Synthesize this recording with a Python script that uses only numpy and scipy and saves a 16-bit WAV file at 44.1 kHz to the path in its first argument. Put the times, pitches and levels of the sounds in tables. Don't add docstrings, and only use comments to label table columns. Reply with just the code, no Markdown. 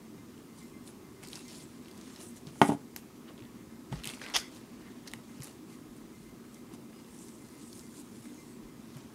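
import sys
import numpy as np
from scipy import signal
from scipy.fft import rfft, irfft
from scipy.io import wavfile
from scipy.ndimage import uniform_filter1d

SR = 44100
rng = np.random.default_rng(int(sys.argv[2]) if len(sys.argv) > 2 else 0)


def bounce(signal):
    frames = np.transpose(np.atleast_2d(signal))
    limited = np.clip(frames, -1, 1)
    pcm = np.round(limited * 32767).astype(np.int16)
    wavfile.write(sys.argv[1], SR, pcm)


def voltage_ratio(decibels):
    exponent = np.asarray(decibels, float) / 20
    return 10 ** exponent


N = 403118


def evened(x):
    return x / np.sqrt(np.mean(x ** 2) + 1e-20)


def read(points, hz):
    f, value = np.transpose(points)
    return np.interp(np.log(hz + 1), np.log(f + 1), value)


def add(mix, s, sound):
    part = mix[round(s * SR):][:len(sound)]
    part += sound[:len(part)]


def band(x, hz, width, count=1):
    for _ in range(count):
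        x = signal.lfilter(*signal.iirpeak(hz, 1 / width, SR), x)
    return x


def patches(frames, bins, long, wide):
    field = rng.standard_normal((frames, bins)).T
    field = uniform_filter1d(uniform_filter1d(field, wide, 0), long, 1)
    return np.clip(evened(field), -2, 1.6)


def ring(modes, t, wave=np.sin):
    return sum(voltage_ratio(db - 60 * t / t60) * wave(2 * np.pi * hz * t) for hz, db, t60 in modes)


def room(x):
    # f/Hz, t60/s
    decay = [(150, 0.24), (1000, 0.21), (4000, 0.3), (12000, 0.31)]
    taps, spacing = np.zeros(SR // 2), 20
    at = np.arange(160, len(taps) - spacing, spacing)
    taps[at + rng.integers(0, spacing, len(at))] = rng.choice([-1., 1.], len(at))
    hz, t, z = signal.stft(taps, SR, nperseg=256)
    fade = voltage_ratio(-60 * t / read(decay, hz)[:, None])
    tail = signal.istft(z * fade, SR, nperseg=256)[1]
    return signal.fftconvolve(x, tail / np.linalg.norm(tail))[:N]


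def hum():
    # f/Hz, level/dB
    air_colour = [(12, -33), (20, -27.5), (129, -7.5), (191, -5.5), (233, -1), (344, -7.5), (384, -9.5),
                  (567, -22), (617, -22.5), (1270, -31), (1780, -30), (2420, -31), (3020, -32.5),
                  (6600, -32.5), (15700, -37.5)]
    # f/Hz, width/Hz, level/dB
    resonances = [(233.8, 6.8, 5.5), (316, 13.4, 5), (380, 14, 4), (1083, 150, 8.5), (1280, 21, 8.5)]
    hz, t, z = signal.stft(rng.standard_normal(N), SR, nperseg=2048, noverlap=1536)
    colour = read(air_colour, hz)
    for f, width, db in resonances:
        colour = colour + db * np.exp(-.5 * ((hz - f) / width) ** 2)
    z = z * voltage_ratio(colour[:, None] + 1.2 * patches(len(t), len(hz), long=6, wide=8))
    noise = signal.istft(z, SR, nperseg=2048, noverlap=1536)[1][:N]
    return voltage_ratio(-50) * evened(noise)


def ticks():
    lags = (.02, .148, .275)
    # f/Hz, level/dB, t60/s
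    metal = [(2078, 4.5, .45), (2340, 2.5, .2), (6520, 0, .12), (6150, -5, .1)]
    # first level/dB, second level/dB, third level/dB
    strikes = [(-86, -75, -90), (-73, -68, -69), (-90, -69, -73), (-76, -67, -70), (-76, -70, -79),
               (-82, -72, -90), (-90, -77, -79), (-88, -80, -90), (-84, -73, -73), (-82, -72, -76),
               (-82, -72, -79), (-77, -73, -75), (-90, -73, -79), (-79, -70, -77), (-83, -70, -71),
               (-84, -71, -79), (-78, -72, -78), (-77, -71, -71), (-90, -70, -90), (-78, -73, -69),
               (-90, -71, -81)]
    first_turn_s, turn_s = .03, .4246
    rise_s, held_s = .012, .085
    out, t = np.zeros(N), np.arange(SR // 3) / SR
    envelope = (1 - np.exp(-t / rise_s)) * np.exp(-(t / held_s) ** 4)
    chances = rng.standard_normal((len(strikes), 3, len(metal)))
    for turn, (row, chance) in enumerate(zip(strikes, chances)):
        for lag, db, spread in zip(lags, row, chance):
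            modes = [(hz * (1 + .001 * c), mode_db + 1.2 * c, t60)
                     for (hz, mode_db, t60), c in zip(metal, spread)]
            add(out, first_turn_s + turn * turn_s + lag, voltage_ratio(db + 4.5) * ring(modes, t) * envelope)
    return out + 0.25 * room(out)


def sways():
    # t/s, level/dB, f/Hz, length/s
    shoves = [
        (3.438, -61, 55, .1),
        (3.909, -43.5, 53.6, 0.13),
        (4.335, -53, 52, 0.087),
        (5.072, -57, 50, 0.092),
        (5.37, -58, 60, 0.077),
        (5.862, -60, 40, 0.078),
        (5.998, -61, 40, 0.088),
        (6.19, -60, 51.4, 0.19),
        (8.616, -53, 40.4, 0.087),
    ]
    out = np.zeros(N)
    for s, db, hz, length in shoves:
        t = np.arange(0, length, 1 / SR)
        add(out, s, voltage_ratio(db) * np.sin(2 * np.pi * hz * t) * np.sin(np.pi * t / length) ** 2)
    return out


def thumps():
    # t/s, peak level/dB, f/Hz, t60/s
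    bumps = [
        (2.465, -36.5, 145, 0.16),
        (3.416, -42, 116, 0.2),
        (3.915, -28, 126, 0.12),
        (3.933, -26.5, 165, 0.11),
        (4.067, -34, 127, 0.061),
        (5.398, -31.5, 128, 0.083),
        (6.736, -32, 237, 0.056),
        (8.956, -35, 134, 0.12),
    ]
    out, t = np.zeros(N), np.arange(SR // 4) / SR
    for s, db, hz, t60 in bumps:
        body = ring([(hz, 0, t60), (1.1 * hz, -5, 1.06 * t60)], t)
        add(out, s, voltage_ratio(db) * body * (1 - np.exp(-t / 0.0092)))
    return out


def knocks():
    # t/s, level/dB, contact time/ms
    blows = [(2.4692, -36, 2.7), (2.558, -44, 0.59), (2.614, -32, 0.98), (2.6158, 0, 0.49),
             (2.6198, -37, 0.27), (2.624, -29, 0.69), (2.636, -34, 1), (2.65, -26, 1.6), (2.6869, -23, 3.2),
             (2.6921, -14, 1.74), (2.6989, -19, 0.8), (2.71, -28.5, 1.4), (2.7195, -19, 1.25),
             (2.734, -26.5, 1.3), (2.748, -33, 2.3), (2.9613, -41, 0.31), (3.926, -30, 1.24),
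             (5.1358, -39, 0.42)]
    # f/Hz, level/dB, t60/s
    tube = [(163.5, -9.5, 0.1), (228, -4, 0.088), (285, -4, 0.092), (377, 0.5, 0.044), (544, -7.5, 0.043),
            (618, 1, 0.02), (700, -2.5, 0.055), (810, 2, 0.036), (860, -2.5, 0.056), (880, -10, 0.04),
            (1057, -6.5, 0.042), (1200, -14, 0.1), (1434, -13.5, 0.059), (1900, 3, 0.018),
            (2160, -1, 0.027), (2760, -17, 0.03), (3120, -14, 0.021), (3700, -9, .025)]
    damp_per_ms = 0.2
    out, t = np.zeros(N), np.arange(SR // 3) / SR
    low_rise = 1 - 0.5 * np.exp(-t / 0.0019)
    high_rise = 1 - np.exp(-(t / .001) ** 2)
    for (s, db, contact_ms), spot in zip(blows, rng.standard_normal((len(blows), len(tube)))):
        damping = 1 + damp_per_ms * contact_ms
        modes = [(hz, mode_db + c, 0.98 * t60 / damping)
                 for (hz, mode_db, t60), c in zip(tube, spot)]
        low = ring(modes[:12], t, np.cos) * low_rise
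        high = ring(modes[12:], t, np.cos) * high_rise
        push = np.sin(np.pi * np.minimum(np.arange(200) / (contact_ms * SR / 1000), 1)) ** 2
        sound = np.convolve(low + high, push / push.sum())
        add(out, s, voltage_ratio(db) * sound / abs(sound).max())
    return signal.lfilter(*signal.butter(3, 80, "high", fs=SR), out)


def creak_slips():
    # t/s, time between slips/s, peak level/dB, f/Hz, t60/s
    runs = [
        (3.2827, 0.0074, -48.5, 3000, 0.034),
        (3.3788, 0.013, -46.5, 3070, 0.0082),
        (3.422, 0.015, -49, 2900, 0.014),
    ]
    slips_each, treble_db, uneven = 3, -33, 0.062
    slips = []
    for (s, gap, db, hz, t60), run in zip(runs, rng.standard_normal((len(runs), slips_each, 3))):
        for k, (a, b, c) in enumerate(run):
            at = s + gap * (k + uneven * a * (k > 0))
            slips.append((at, db + 1.5 * b, hz * (1 + 0.041 * c), treble_db, t60))
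    return slips


def snaps():
    # t/s, peak level/dB,
    # f/Hz, treble level/dB
    glue = [(0.3772, -53, 2750, -16), (0.8755, -43, 3900, -6), (1.23, -44, 2900, -10),
            (1.235, -45, 2700, -4), (1.249, -45, 4100, -14), (1.351, -47, 4600, -20),
            (1.488, -46, 4300, -20), (1.522, -46, 4600, -20), (1.2726, -43, 4290, -6),
            (1.285, -41.5, 4550, -6.5), (1.3305, -32, 3600, -17), (1.3553, -32, 5200, -24),
            (1.481, -40, 5340, -16), (1.498, -47, 5300, -14), (1.513, -48, 4300, -12),
            (1.549, -44, 4600, -16), (1.316, -50, 9000, -8), (1.392, -41, 4200, -16),
            (1.532, -46, 5350, -18), (1.543, -46, 6650, -16), (1.5554, -41, 4800, -9),
            (1.571, -46, 4500, -12), (1.372, -41, 5200, -16), (1.302, -47, 4000, -12),
            (1.858, -45.5, 3120, -27), (1.883, -44, 2900, -15), (1.9124, -44.5, 4500, -11),
            (1.9773, -47, 5800, -8), (2.012, -43, 5840, -17), (2.108, -56, 3090, -15),
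            (2.1607, -39, 4080, -19), (2.364, -42, 10100, -23), (2.619, -34, 3000, -34),
            (5.9658, -52, 9100, -10), (6.5443, -44, 6900, -14), (6.7362, -53, 1100, -4),
            (6.93, -48, 1900, -20), (7.0454, -50, 3180, -15), (7.189, -47, 7130, -15),
            (7.284, -42, 6320, -15), (7.29, -47, 5900, -12), (7.486, -49, 6520, -12),
            (7.729, -38.5, 5200, -18), (7.781, -48, 6500, -16), (7.7935, -38, 5700, -14),
            (8.255, -46, 1900, -11), (8.344, -45.5, 7760, -17), (8.968, -50, 2960, -5)]
    # t/s, peak level/dB, f/Hz, treble level/dB, t60/s
    nails = [(2.47, -37.5, 3940, -30, .016), (2.5553, -51, 2070, -16, .01),
             (2.6164, -13, 2700, -20.5, 0.018), (2.9622, -25, 11900, -30, 0.011),
             (2.9625, -32, 1950, -30, 0.02), (2.9623, -31, 5200, -22, .016), (2.9722, -44, 5500, -12, .014),
             (2.9835, -50, 2560, -4, .06), (3.9248, -36.5, 2580, -28, .014), (3.9265, -51, 890, -30, .04),
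             (3.999, -45, 2480, -8, .013), (4.036, -32.5, 2880, -19, 0.012),
             (4.0428, -29.5, 2860, -10, .012), (4.0545, -34.5, 2880, -4.5, .018),
             (4.0732, -23.5, 3330, -10, 0.0094), (4.091, -29, 2900, -19, .012),
             (4.1, -34.5, 2300, -9, 0.079), (4.1362, -33.5, 2660, -18, 0.017),
             (4.1477, -40, 6620, -17, .025), (4.196, -44, 2440, -18, 0.022), (4.215, -33, 1490, -27, .03),
             (4.2155, -37, 3100, -20, .02), (4.237, -37, 2100, -20, 0.092),
             (4.2637, -30.5, 2040, -24, 0.018), (4.2995, -38, 1930, -9, .015),
             (4.346, -26, 6490, -30, .013), (4.351, -19, 2620, -29, 0.011), (4.364, -21, 3400, -9, 0.02),
             (5.074, -35, 4570, -15, 0.012), (5.0762, -33, 4550, -15, 0.028), (5.078, -40, 2200, -14, .012),
             (5.082, -39, 5070, -18, .03), (5.1155, -39, 4200, -10, .006), (5.1358, -31, 3200, -6.5, 0.009),
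             (5.136, -32.5, 2000, -23, 0.0068), (5.404, -47, 3000, -3, .016),
             (5.4213, -32, 5600, -18, .008), (5.4216, -44, 1990, -20, .012),
             (5.4335, -37, 10400, -14, .045), (5.4433, -34.5, 10400, -11, .014),
             (5.4435, -51, 5600, -20, .014), (5.47, -49, 6500, -5, 0.11)]
    glue_t60_s, rise_s = 0.024, 0.00027
    tail, first_share = .5, .09
    widest_hz = 4000
    out, t = np.zeros(N), np.arange(2000) / SR
    edge = 5.2 * (np.arange(len(t)) == round(2 * rise_s * SR))
    rows = [(*row, glue_t60_s) for row in glue] + nails + creak_slips()
    noises = rng.standard_normal((len(rows), 2, len(t)))
    for (s, db, hz, treble_db, t60), (a, b) in zip(rows, noises):
        fade = voltage_ratio(-60 * t / t60) * (1 - np.exp(-t / rise_s))
        fade = fade * (tail + np.exp(-t / (first_share * t60)))
        body = band((a + edge) * fade, hz, min(0.6, widest_hz / hz), count=2)
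        crack = band((b + edge) * fade, 8800, 0.74, count=2)
        crack = voltage_ratio(treble_db + 9.5) * crack / abs(crack).max()
        add(out, s, voltage_ratio(db) * (body / abs(body).max() + crack))
    return out


def squeak():
    # t/s, length/s, f/Hz, width/Hz, level/dB
    songs = [(1.328, .1, 2680, 120, -64), (1.42, .06, 6500, 300, -65), (1.478, .05, 5350, 350, -60),
             (1.478, .03, 8900, 500, -64), (1.575, .065, 8900, 400, -63), (1.545, .045, 10000, 700, -63),
             (1.55, .045, 7200, 700, -63), (1.63, .03, 7800, 600, -61), (2.2, .05, 10300, 700, -59),
             (.86, .055, 10200, 600, -62), (2.255, .05, 8200, 400, -63), (2.18, .05, 2900, 250, -66),
             (7.2, .055, 8900, 500, -64), (7.665, .03, 8300, 300, -65), (2.69, .03, 2900, 300, -55),
             (2.63, .062, 9800, 550, -51), (2.65, .045, 8100, 400, -53), (2.672, .022, 9500, 500, -50),
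             (2.715, .04, 9800, 600, -61), (4.213, .11, 1570, 200, -57), (4.218, .02, 5900, 250, -59),
             (4.232, .09, 2050, 220, -56), (4.37, .071, 1510, 150, -56), (4.372, .05, 4900, 700, -49),
             (4.377, .12, 2040, 260, -58), (4.1, .06, 2300, 400, -59), (4.8, .13, 1850, 450, -66),
             (5.459, .059, 2900, 150, -68), (6.92, .1, 2880, 60, -70), (6.92, .1, 5000, 60, -70),
             (7.1, .06, 8700, 600, -67), (7.19, .06, 7600, 1500, -62), (7.3, .07, 8200, 500, -68),
             (7.59, .14, 8200, 400, -65), (7.9, .13, 7200, 400, -66), (8.33, .1, 6500, 600, -67),
             (8.45, .12, 8100, 400, -68), (3.277, .022, 3100, 1300, -60), (3.282, .03, 1250, 300, -63),
             (3.435, .055, 1900, 300, -65), (4.214, .02, 1700, 500, -54), (2.63, .016, 2100, 300, -42),
             (1.57, .07, 4800, 2500, -62)]
    out = np.zeros(N)
    for (s, length, hz, width, db), noise in zip(songs, rng.standard_normal((len(songs), SR // 4))):
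        t = np.arange(0, length, 1 / SR)
        tone = evened(band(noise, hz, width / hz, count=2)[-len(t):])
        add(out, s, voltage_ratio(db) * np.sqrt(np.sin(np.pi * t / length)) * tone)
    return out


def rip():
    # t/s, peak level/dB, t60/s
    tears = [(4.338, -25, .05), (4.3405, -25, .06), (4.3436, -18.5, 0.039), (4.347, -17.5, .035),
             (4.3505, -15.5, 0.06), (4.3568, -16, 0.028), (4.3578, -14.5, 0.032), (4.362, -11, 0.028),
             (4.3641, -11.5, 0.031), (4.366, -19, 0.013), (4.37, -16, 0.031), (4.378, -30, .04),
             (4.384, -22, 0.027)]
    # f/Hz, level per Hz/dB
    tape = [(180, -41), (300, -2.5), (492, -15), (744, -2), (1590, -11.5), (1870, -4.5), (2040, -1),
            (2400, -7), (3230, 2), (4070, -11), (5130, 1), (6790, -6.5), (7500, -23), (9290, -12),
            (15500, -53)]
    rise_s, tail, jolt_s = 0.0012, .5, .002
    out, t = np.zeros(N), np.arange(3000) / SR
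    colour = voltage_ratio(read(tape, np.fft.rfftfreq(len(t), 1 / SR)))
    onset = (1 - np.exp(-t / rise_s)) * (tail + np.exp(-t / jolt_s))
    for (s, db, t60), noise in zip(tears, rng.standard_normal((len(tears), len(t)))):
        tearing = evened(irfft(rfft(noise) * colour, len(t)))
        add(out, s, voltage_ratio(db - 6.0 - 60 * t / t60) * onset * tearing)
    return out


def skin(hz, body_db, hiss_db):
    centres = (500, 1900, 4600, 9500, 15500)
    levels = (body_db + 3.0, body_db - 2.0, 0, hiss_db + 0.5, hiss_db - 19)
    return voltage_ratio(read(list(zip(centres, levels)), hz))


def pressure(rows, colour, hz, t):
    body_per_bright, hiss_per_bright = -0.68, 0.94
    edge_db, edge_curve = 23, 1.11
    s, db, rise, fall, bright = np.transpose(rows)[:, :, None]
    away = np.where(t < s, (s - t) / rise, (t - s) / fall)
    tone = [skin(hz, colour[0] + body_per_bright * b, colour[1] + hiss_per_bright * b)
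            for b in bright[:, 0]]
    return np.transpose(tone) ** 2 @ voltage_ratio(db - edge_db * away ** edge_curve) ** 2


def rub():
    # firmest t/s, level/dB, rise/s, fall/s, brightness/dB
    strokes = [(.41, -71, .5, .07, -8), (.586, -59.5, 0.067, 0.21, 2), (.882, -56.5, 0.066, 0.063, 0.5),
               (1.235, -53, 0.029, 0.091, -4), (1.365, -51.5, 0.2, 0.18, -0.5),
               (1.49, -54.5, 0.032, 0.44, -2.5), (1.635, -60, 0.22, 0.034, 5),
               (2.19, -56.5, 0.78, 0.22, -3.5), (2.23, -57, 0.087, 0.17, 8.5), (2.374, -56, 0.04, 0.038, 2),
               (2.472, -58, 0.019, 0.077, -4), (2.58, -63, 0.34, 0.13, 0), (5.976, -70, 0.051, 0.088, 6),
               (6.19, -70.5, .3, .4, 2.5), (6.562, -65, 0.13, 0.082, 3), (6.744, -52.5, 0.035, 0.024, -4.5),
               (7.0, -65, 0.22, .05, -6), (7.2, -62, 0.33, 0.47, 5.5), (7.79, -60, 0.87, 0.22, 4.5),
               (8.01, -58.5, 0.19, 0.026, 8), (8.25, -62.5, 0.6, 0.18, 4), (8.5, -63.5, 0.94, 0.15, 0.5),
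               (8.63, -66, 0.04, 0.14, -7), (8.98, -58.5, 0.28, 0.2, -5.5)]
    # firmest t/s, level/dB, rise/s, fall/s, brightness/dB
    slides = [(2.968, -51.5, 0.012, 0.047, 6), (3.304, -65.5, 0.079, 0.081, -21),
              (3.378, -71, .01, 0.24, -14), (3.925, -50.5, 0.026, 0.2, -6),
              (4.07, -44.5, 0.047, 0.21, -1.5), (4.22, -50, 0.025, 0.46, -6.5), (4.31, -51, 0.11, 0.07, -9),
              (4.375, -41, 0.0088, 0.066, 3.5), (4.43, -70, .03, 0.073, 1), (4.555, -55.5, 0.081, 0.097, 2),
              (4.9, -64, 1, 0.27, -8), (5.066, -55.5, 0.027, 0.13, -7.5), (5.141, -63, .1, .06, 0),
              (5.39, -62, 0.58, .02, -3), (5.428, -51, 0.04, 0.18, -0.5), (5.706, -58.5, 0.036, 0.14, 2.5)]
    # peak t/s, level/dB, rise/s, fall/s, brightness/dB
    settles = [
        (2.622, -42, 0.0079, 0.062, -4.5),
        (2.66, -56.5, 0.11, .07, 2.5),
        (2.692, -47.5, 0.043, 0.032, -2),
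        (2.722, -54, .012, 0.043, -6),
    ]
    slips = voltage_ratio(np.minimum(rng.exponential(1, N), 3.5))
    slips = slips * (rng.random(N) < 3500 / SR)
    drive = rng.standard_normal(N) * np.sqrt(.5 + evened(uniform_filter1d(slips, size=30)) ** 2)
    hz, t, z = signal.stft(evened(drive), SR, nperseg=256, noverlap=192)
    # (hollow body dB, fine hiss dB)
    power = (voltage_ratio(-75) * skin(hz, 13.6, 1.2)[:, None]) ** 2
    power = power + pressure(strokes, (-0.92, -0.3), hz, t)
    power = power + pressure(slides, (1, -2), hz, t)
    power = power + pressure(settles, (9.7, 7.7), hz, t)
    grain_db = 1.76 * patches(len(t), len(hz), long=50, wide=3)
    flutter_db = 1.6 * patches(len(t), len(hz), long=14, wide=24)
    z = z * np.sqrt(power) * voltage_ratio(4.0 + grain_db + flutter_db) * (hz > 250)[:, None]
    return signal.istft(z, SR, nperseg=256, noverlap=192)[1][:N]


def scene():
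    heavy = knocks() + thumps()
    floor = hum() + ticks() + sways()
    crisp = rip() + snaps()
    echo = room(voltage_ratio(-14.5) * crisp + voltage_ratio(-10.0) * heavy)
    return (crisp + heavy + echo + rub() + squeak() + floor)[None]


def top_cut(x):
    return signal.sosfilt(signal.butter(12, 15810, fs=SR, output="sos"), x)


def record(dry):
    low_pass = signal.firwin(511, 15790, window=("kaiser", 9), fs=SR)
    limited = signal.oaconvolve(np.tanh(dry), low_pass[None], "same")
    return top_cut(limited)


dry = scene()
out = record(dry)
bounce(out)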